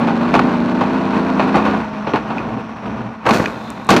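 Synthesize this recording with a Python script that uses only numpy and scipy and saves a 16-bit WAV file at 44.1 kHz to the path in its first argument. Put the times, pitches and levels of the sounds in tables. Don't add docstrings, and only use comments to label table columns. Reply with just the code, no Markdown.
import sys
import numpy as np
from scipy import signal
from scipy.fft import rfft, irfft
from scipy.io import wavfile

SR = 44100
rng = np.random.default_rng(int(sys.argv[2]) if len(sys.argv) > 2 else 0)


def inscribe(sig):
    pcm = np.round(np.clip(np.atleast_2d(sig).T, -1, 1) * 32767)
    wavfile.write(sys.argv[1], SR, pcm.astype(np.int16))


N = 176400
T = np.arange(N) / SR


def from_db(db):
    return 10 ** (np.asarray(db) / 20)


def rms_one(x):
    return x / np.sqrt(np.mean(x ** 2) + 1e-20)


def automation(rows):
    return np.interp(T, *np.transpose(rows))


def drift(rate_hz):
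    hop, settle = 40, 2000
    pole = np.exp(-2 * np.pi * rate_hz * hop / SR)
    noise = rng.standard_normal(N // hop + settle + 2)
    slow = signal.lfilter([1], [1, -2 * pole, pole ** 2], noise)[settle:]
    return np.interp(np.arange(N) / hop, np.arange(len(slow)), rms_one(slow))


def eq(x, curve):
    size = 4096
    hz, db = np.transpose(curve)
    bins_hz = np.fft.rfftfreq(size, 1 / SR)
    gain = from_db(np.interp(np.log(bins_hz + 1), np.log(hz), db))
    cepstrum = irfft(np.log(rms_one(gain)))
    cepstrum[1:size // 2] *= 2
    cepstrum[size // 2 + 1:] = 0
    return signal.fftconvolve(x, irfft(np.exp(rfft(cepstrum))))[:N]


def resonance(x, hz, width_hz):
    r = np.exp(-np.pi * width_hz / SR)
    feedback = [1, -2 * r * np.cos(2 * np.pi * hz / SR), r * r]
    return signal.lfilter(np.array([1, 0, -1]) * (1 - r * r) / 2, feedback, x + 1e-18)


def ring(start, hz, t60):
    age = np.maximum(T - start, 0)
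    return np.sin(2 * np.pi * hz * age) * from_db(-60 * np.minimum(age / t60, 5))


def grains(per_s, spread_db):
    sizes = from_db(spread_db * np.minimum(rng.exponential(1, N), 4))
    signs = rng.choice([-1, 1], N)
    return rms_one(sizes * signs * (rng.random(N) < per_s / SR))


def singing(peaks):
    tone = 0
    for hz, width, db in peaks:
        band = resonance(rng.standard_normal(N), hz, width)
        tone += from_db(db) * rms_one(resonance(band, hz, width))
    return rms_one(tone)


# (time [s], four-stroke cycle rate [Hz])
REVS_FLAT_OUT = [(0.0, 25.63), (0.164, 25.37), (0.324, 27.4), (0.458, 27.7), (0.542, 26.61), (0.572, 26.26),
                 (0.678, 26.73), (0.836, 27.55), (0.972, 28.9), (1.176, 28.06), (1.316, 28.8),
                 (1.444, 28.2), (1.474, 28.77), (1.574, 30.01), (1.594, 30.4), (1.79, 29.8)]
REVS_COASTING = [(1.85, 26.4), (1.95, 26.3), (2.05, 26.3), (2.4, 27.4), (2.9, 28.1), (3.2, 27.3), (4, 26.8)]
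# (time [s], level [dB])
COAST_FADER = [(1.8, -1), (2.03, -.5), (2.25, -4), (2.55, -4), (2.7, -11), (3, -8), (3.2, -12.5),
               (3.55, -8), (4, -13)]


def driver(lift_s=1.8, crossfade_s=0.066):
    cycle_hz = automation(list(REVS_FLAT_OUT) + list(REVS_COASTING))
    load = np.clip(.5 - (T - lift_s) / crossfade_s, 0, 1)
    coast = (1 - load) * from_db(automation(COAST_FADER))
    return cycle_hz, load, coast


# (multiple of cycle rate, loaded level [dB], coasting level [dB])
EXHAUST_PARTIALS = [(4, -45, -53), (5, -45, -54), (6, -32, -44), (7, -30, -54), (8, -45, -37.5),
                    (9, -29.5, -54), (10, -33, -46), (11, -35, -52), (12, -29, -53), (14, -31.5, -52),
                    (16, -37, -47), (18, -40, -46), (19, -41, -50), (21, -38, -56), (22, -36, -54),
                    (23, -35, -58), (24, -34.5, -35.5), (25, -44, -44), (33, -39, -52), (34, -37, -43),
                    (35, -38, -39)]


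def exhaust(cycle_hz, cycles, load, coast, roughness=.12):
    boom_hz, boom_octaves, boom_db = 229, .2, 11.5
    out = 0
    for k, load_db, coast_db in EXHAUST_PARTIALS:
        octaves_off = np.log2(k * cycle_hz / boom_hz)
        boom = from_db(boom_db * np.exp(-.5 * (octaves_off / boom_octaves) ** 2))
        phase = 2 * np.pi * (k * cycles + rng.random())
        partial = (1 + roughness * drift(15.6)) * np.sin(phase)
        partial += roughness * drift(10.3) * np.cos(phase)
        level = load * from_db(load_db) + coast * from_db(coast_db)
        out += np.sqrt(2) * boom * partial * level
    return out


CYLINDER_ACCENTS = [2, -5, 0, -2, 3, -6, -1, -4]
# (frequency [Hz], gain [dB])
RASP_EQ = [(150, -40), (320, -17), (450, 2.5), (700, 2), (1100, -4), (1600, -4), (2500, -20.5),
           (4000, -15.5), (8000, -35.5), (15000, -53)]


def rasp(cycles, load, coast, load_db=-32.5, coast_db=-41):
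    firings = len(CYLINDER_ACCENTS) * cycles
    count = firings.astype(int)
    accent = from_db(CYLINDER_ACCENTS)[count % len(CYLINDER_ACCENTS)]
    pulses = rms_one(np.diff(count, prepend=0) * accent * (1 + 0.44 * rng.standard_normal(N)))
    puffs = rms_one(accent * np.exp(-(firings % 1) / 0.45) * rng.standard_normal(N))
    level = load * from_db(load_db) + coast * from_db(coast_db)
    return eq(pulses + 0.69 * puffs, RASP_EQ) * level


# (time [s], level [dB])
GRIND_FADER = [(0, -18.5), (.1, -26), (.18, -23.5), (.25, -20.5), (.31, -22), (.47, -21), (.66, -25.5),
               (.84, -22.5), (.95, -21.5), (1.1, -22.5), (1.17, -18.5), (1.23, -23), (1.5, -21.5),
               (1.7, -19), (1.78, -22.5), (1.84, -28), (2.27, -27.5), (2.31, -25), (2.55, -28.5),
               (2.7, -32.5), (2.8, -32), (2.88, -28), (3.05, -29.5), (3.21, -36), (3.235, -33),
               (3.255, -22), (3.55, -34), (3.75, -30), (3.86, -33), (4, -35)]
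# (frequency [Hz], gain [dB])
GRIND_EQ = [(30, -28.5), (65, -3.5), (110, -6), (180, -0.5), (300, -2), (520, -9.5), (1000, -4.5),
            (1800, -13), (3000, -21.5), (5000, -36), (8000, -45), (15000, -59)]


def wall_grind():
    tearing = grains(per_s=2500, spread_db=2.5) + 0.83 * rng.standard_normal(N)
    judder_db = 1.4 * drift(36)
    return eq(rms_one(tearing) * from_db(automation(GRIND_FADER) + judder_db), GRIND_EQ)


# (time [s], level [dB])
RUMBLE_FADER = [(0, -29.5), (1.75, -40), (1.9, -49), (2.25, -33.5), (2.33, -23.5), (2.58, -24.5),
                (2.68, -39.5), (2.79, -36.5), (2.88, -25.5), (3.05, -26.5), (3.2, -48), (3.55, -30.5),
                (3.86, -35.5), (4, -43)]
# (frequency [Hz], gain [dB])
RUMBLE_EQ = [(25, -31.5), (45, -19.5), (68, -5), (85, -17.5), (118, 3), (155, -7), (260, -1.5), (400, -8),
             (900, -14.5), (4000, -71.5)]


def rumble():
    return eq(rng.standard_normal(N) * from_db(automation(RUMBLE_FADER)), RUMBLE_EQ)


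# (frequency [Hz], width [Hz], level [dB])
WHINE_BANDS = [(5510, 880, 7.5), (6010, 200, 0.5), (9300, 630, -20)]
# (time [s], level [dB])
WHINE_FADER = [(0, -64), (1.1, -60), (1.7, -58), (2.06, -58), (2.1, -49), (2.15, -59), (2.5, -60),
               (2.95, -60), (3.2, -68), (4, -66)]


def whine():
    return singing(WHINE_BANDS) * from_db(automation(WHINE_FADER))


# (frequency [Hz], width [Hz], gain [dB])
PANEL_BANDS = [(211, 40, 8), (365, 38, -2.5), (435, 36, 2.5), (512, 24, 3.5), (658, 65, 4),
               (788.5, 50, 6.5), (915, 39, 4.5), (1107, 117, 5.5), (1450, 106, 5), (1786, 240, 1),
               (2510, 310, 5.5), (3700, 450, 2), (4300, 350, 4), (5960, 780, 2), (9050, 1400, -1.5)]


def shell(x):
    for hz, width, db in PANEL_BANDS:
        x = x + (from_db(db) - 1) * resonance(x, hz, width)
    return x * from_db(-3.5)


# (time [s], clang [dB], thump [dB], crack [dB], decay stretch [x])
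WALL_HITS = [(.071, -15, -22, -38, 1.9), (.228, -22, -27, -42, 1), (.339, -5.5, -18, -29, 0.92),
             (0.351, -9, -12, -27.5, 1.3), (0.392, -2, -31, -22.5, 0.29), (0.44, -31, -15.5, -51, 1.7),
             (.809, -13, -15, -34, 1.01), (1.135, -24, -22, -51, 1.52), (1.164, -21, -17, -46, 1.17),
             (1.395, -10.5, -19, -35, 1.4), (1.426, -32, -18, -37, 1.01), (1.543, -10.5, -12, -43, 0.89),
             (1.555, -9.5, -29, -28.5, 1.4), (1.651, -12, -23, -34, 1.69), (2.069, -14.5, -20.5, -50, 1.46),
             (2.095, -20, -32, -50, 0.68), (2.135, -9.5, -11.5, -46, 0.98), (2.157, -11, -20, -34, 0.91),
             (2.302, -19.5, -27.5, -54, 1.4), (2.856, -27, -30, -59, 0.92), (3.254, -17, -28, -37, 0.98),
             (3.264, -7.5, -17.5, -26.5, 0.61), (3.289, -7.5, -23, -19, 0.88),
             (3.308, -9.5, -6.5, -13.5, 0.38), (3.347, -22, -15, -25, 1.17), (3.395, -21, -10, -40, 0.67),
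             (3.889, -5, -11, -12.5, 0.86), (3.904, -6.5, -5, -9, 0.93), (3.919, -13.5, -11, -19, 2.1),
             (3.963, -9.5, -10, -13, 0.8)]
# (frequency [Hz], gain [dB])
CLANG_EQ = [(150, -44.5), (350, -1), (550, 2), (800, 2.5), (1300, -1), (2000, -10), (3000, -15.5),
            (5000, -29.5), (15000, -74.5)]
THUMP_EQ = [(25, -30), (60, -13), (120, 0), (200, 3), (330, 5.5), (500, -4.5), (1000, -14.5), (5000, -68)]
CRACK_EQ = [(800, -45), (2000, 9), (3500, 4), (6300, -2.5), (8500, -11), (12000, -15.5), (15000, -22)]


def blows(attack_s=0.001):
    layers = [(CLANG_EQ, 0.14), (THUMP_EQ, 0.26), (CRACK_EQ, 0.11)]  # (EQ, unstretched t60 [s])
    out = 0
    for layer, (curve, t60) in enumerate(layers):
        power = np.zeros(N)
        for start, *levels_db, stretch in WALL_HITS:
            first = int(start * SR)
            age = T[:min(N - first, SR // 2)]
            attack = np.minimum(age / attack_s, 1)
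            decay = from_db(levels_db[layer] - 60 * age / (t60 * stretch))
            power[first:first + len(age)] += (attack * decay) ** 2
        out += eq(np.sqrt(power) * grains(per_s=5000, spread_db=3.5), curve)
    return out


# (time [s], level [dB])
SNAP_CUES = [(2.382, -13), (2.392, -16), (3.308, -4), (3.458, 2)]
# (frequency [Hz], gain [dB])
SNAP_EQ = [(400, 18), (2500, 3), (6000, -6), (9000, -34), (15000, -11)]
# (frequency [Hz], width [Hz], relative level [dB])
SNAP_BANDS = [(1712, 200, -20), (2480, 200, 0), (3550, 450, -17), (4400, 550, -15), (6100, 700, -15)]


def snaps(t60=.014):
    envelope = sum(from_db(db - 60 * np.clip((T - start) / t60, 0, 5)) * (T > start)
                   for start, db in SNAP_CUES)
    contact = eq(envelope * rng.standard_normal(N), SNAP_EQ)
    out = 0
    for hz, width, db in SNAP_BANDS:
        makeup = np.sqrt(SR / np.pi / width)
        out += from_db(db) * makeup * resonance(contact, hz, width)
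    return out / 2


# (time [s], level [dB])
CHIP_CUES = [(3.134, -46), (3.7035, -14.5), (3.848, -29), (3.8691, -25)]


def chips():
    return sum(from_db(db) * ring(start, hz=8150, t60=0.0011) for start, db in CHIP_CUES)


# (time [s], level [dB])
GRIT_FADER = [(3.24, -71), (3.3, -59), (3.34, -25), (3.39, -35.5), (3.46, -43), (3.56, -51.5), (3.68, -50),
              (3.86, -55.5), (4, -42)]
# (frequency [Hz], gain [dB])
GRIT_EQ = [(1500, -28), (3500, 0), (5000, 1), (7000, -2), (9500, -11), (12000, -9.5), (15000, -19)]


def grit():
    envelope = from_db(automation(GRIT_FADER)) * (T > GRIT_FADER[0][0])
    return eq(envelope * grains(per_s=8000, spread_db=4), GRIT_EQ)


# (time [s], hold [s], level [dB], release t60 [s])
CRUMPLE_CUES = [(3.262, 0.083, -13, 0.67), (3.889, 0.066, -13.5, 0.37)]
# (frequency [Hz], gain [dB])
CRUMPLE_EQ = [(30, -6), (120, -1.5), (400, 6), (800, -2), (1500, -1.5), (3000, -15.5), (6000, -29),
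              (9000, -37), (15000, -51)]


def crumpling():
    force = sum(from_db(db - 60 * np.maximum(T - start - hold, 0) / t60) * (T > start)
                for start, hold, db, t60 in CRUMPLE_CUES)
    return eq(force * grains(per_s=2200, spread_db=4.5), CRUMPLE_EQ)


# (frequency [Hz], width [Hz], level [dB])
SQUEAL_BANDS = [(3650, 400, 3.5), (4090, 190, -1)]
# (time [s], level [dB])
SQUEAL_FADER = [(3.4, -75), (3.52, -49), (3.62, -51), (3.671, -42), (3.729, -51), (3.82, -52), (3.9, -51)]


def squeal():
    return singing(SQUEAL_BANDS) * from_db(automation(SQUEAL_FADER))


def crumbs(start_s=3.9):
    falling = grains(per_s=87, spread_db=4) * (T > start_s)
    return from_db(-60) * resonance(falling, hz=10470, width_hz=6300)


# (frequency [Hz], level [dB], t60 [s])
BOOM_MODES = [(204.3, -24, .6), (243.6, -15, 0.29), (333.6, -4, .2), (518, -4.5, 0.15)]


def frame_boom(struck_s=3.912):
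    return sum(from_db(db) * ring(struck_s, hz, t60) for hz, db, t60 in BOOM_MODES)


def scene():
    cycle_hz, load, coast = driver()
    cycles = np.cumsum(cycle_hz) / SR
    engine = exhaust(cycle_hz, cycles, load, coast)
    body = shell(rasp(cycles, load, coast) + wall_grind() + rumble() + blows() + crumpling() + grit())
    friction = whine() + squeal()
    debris = snaps() + chips() + crumbs()
    return (engine + body + friction + debris + frame_boom())[None]


def record(dry):
    ceiling, low_cut_hz, high_cut_hz = 0.76, 36, 15400
    squashed = dry / (1 + (dry / ceiling) ** 4) ** (1 / 4)
    low_cut = signal.butter(2, low_cut_hz, "high", fs=SR, output="sos")
    high_cut = signal.ellip(10, .1, 80, high_cut_hz, fs=SR, output="sos")
    return signal.sosfilt(high_cut, signal.sosfilt(low_cut, squashed))


dry = scene()
out = record(dry)
inscribe(out)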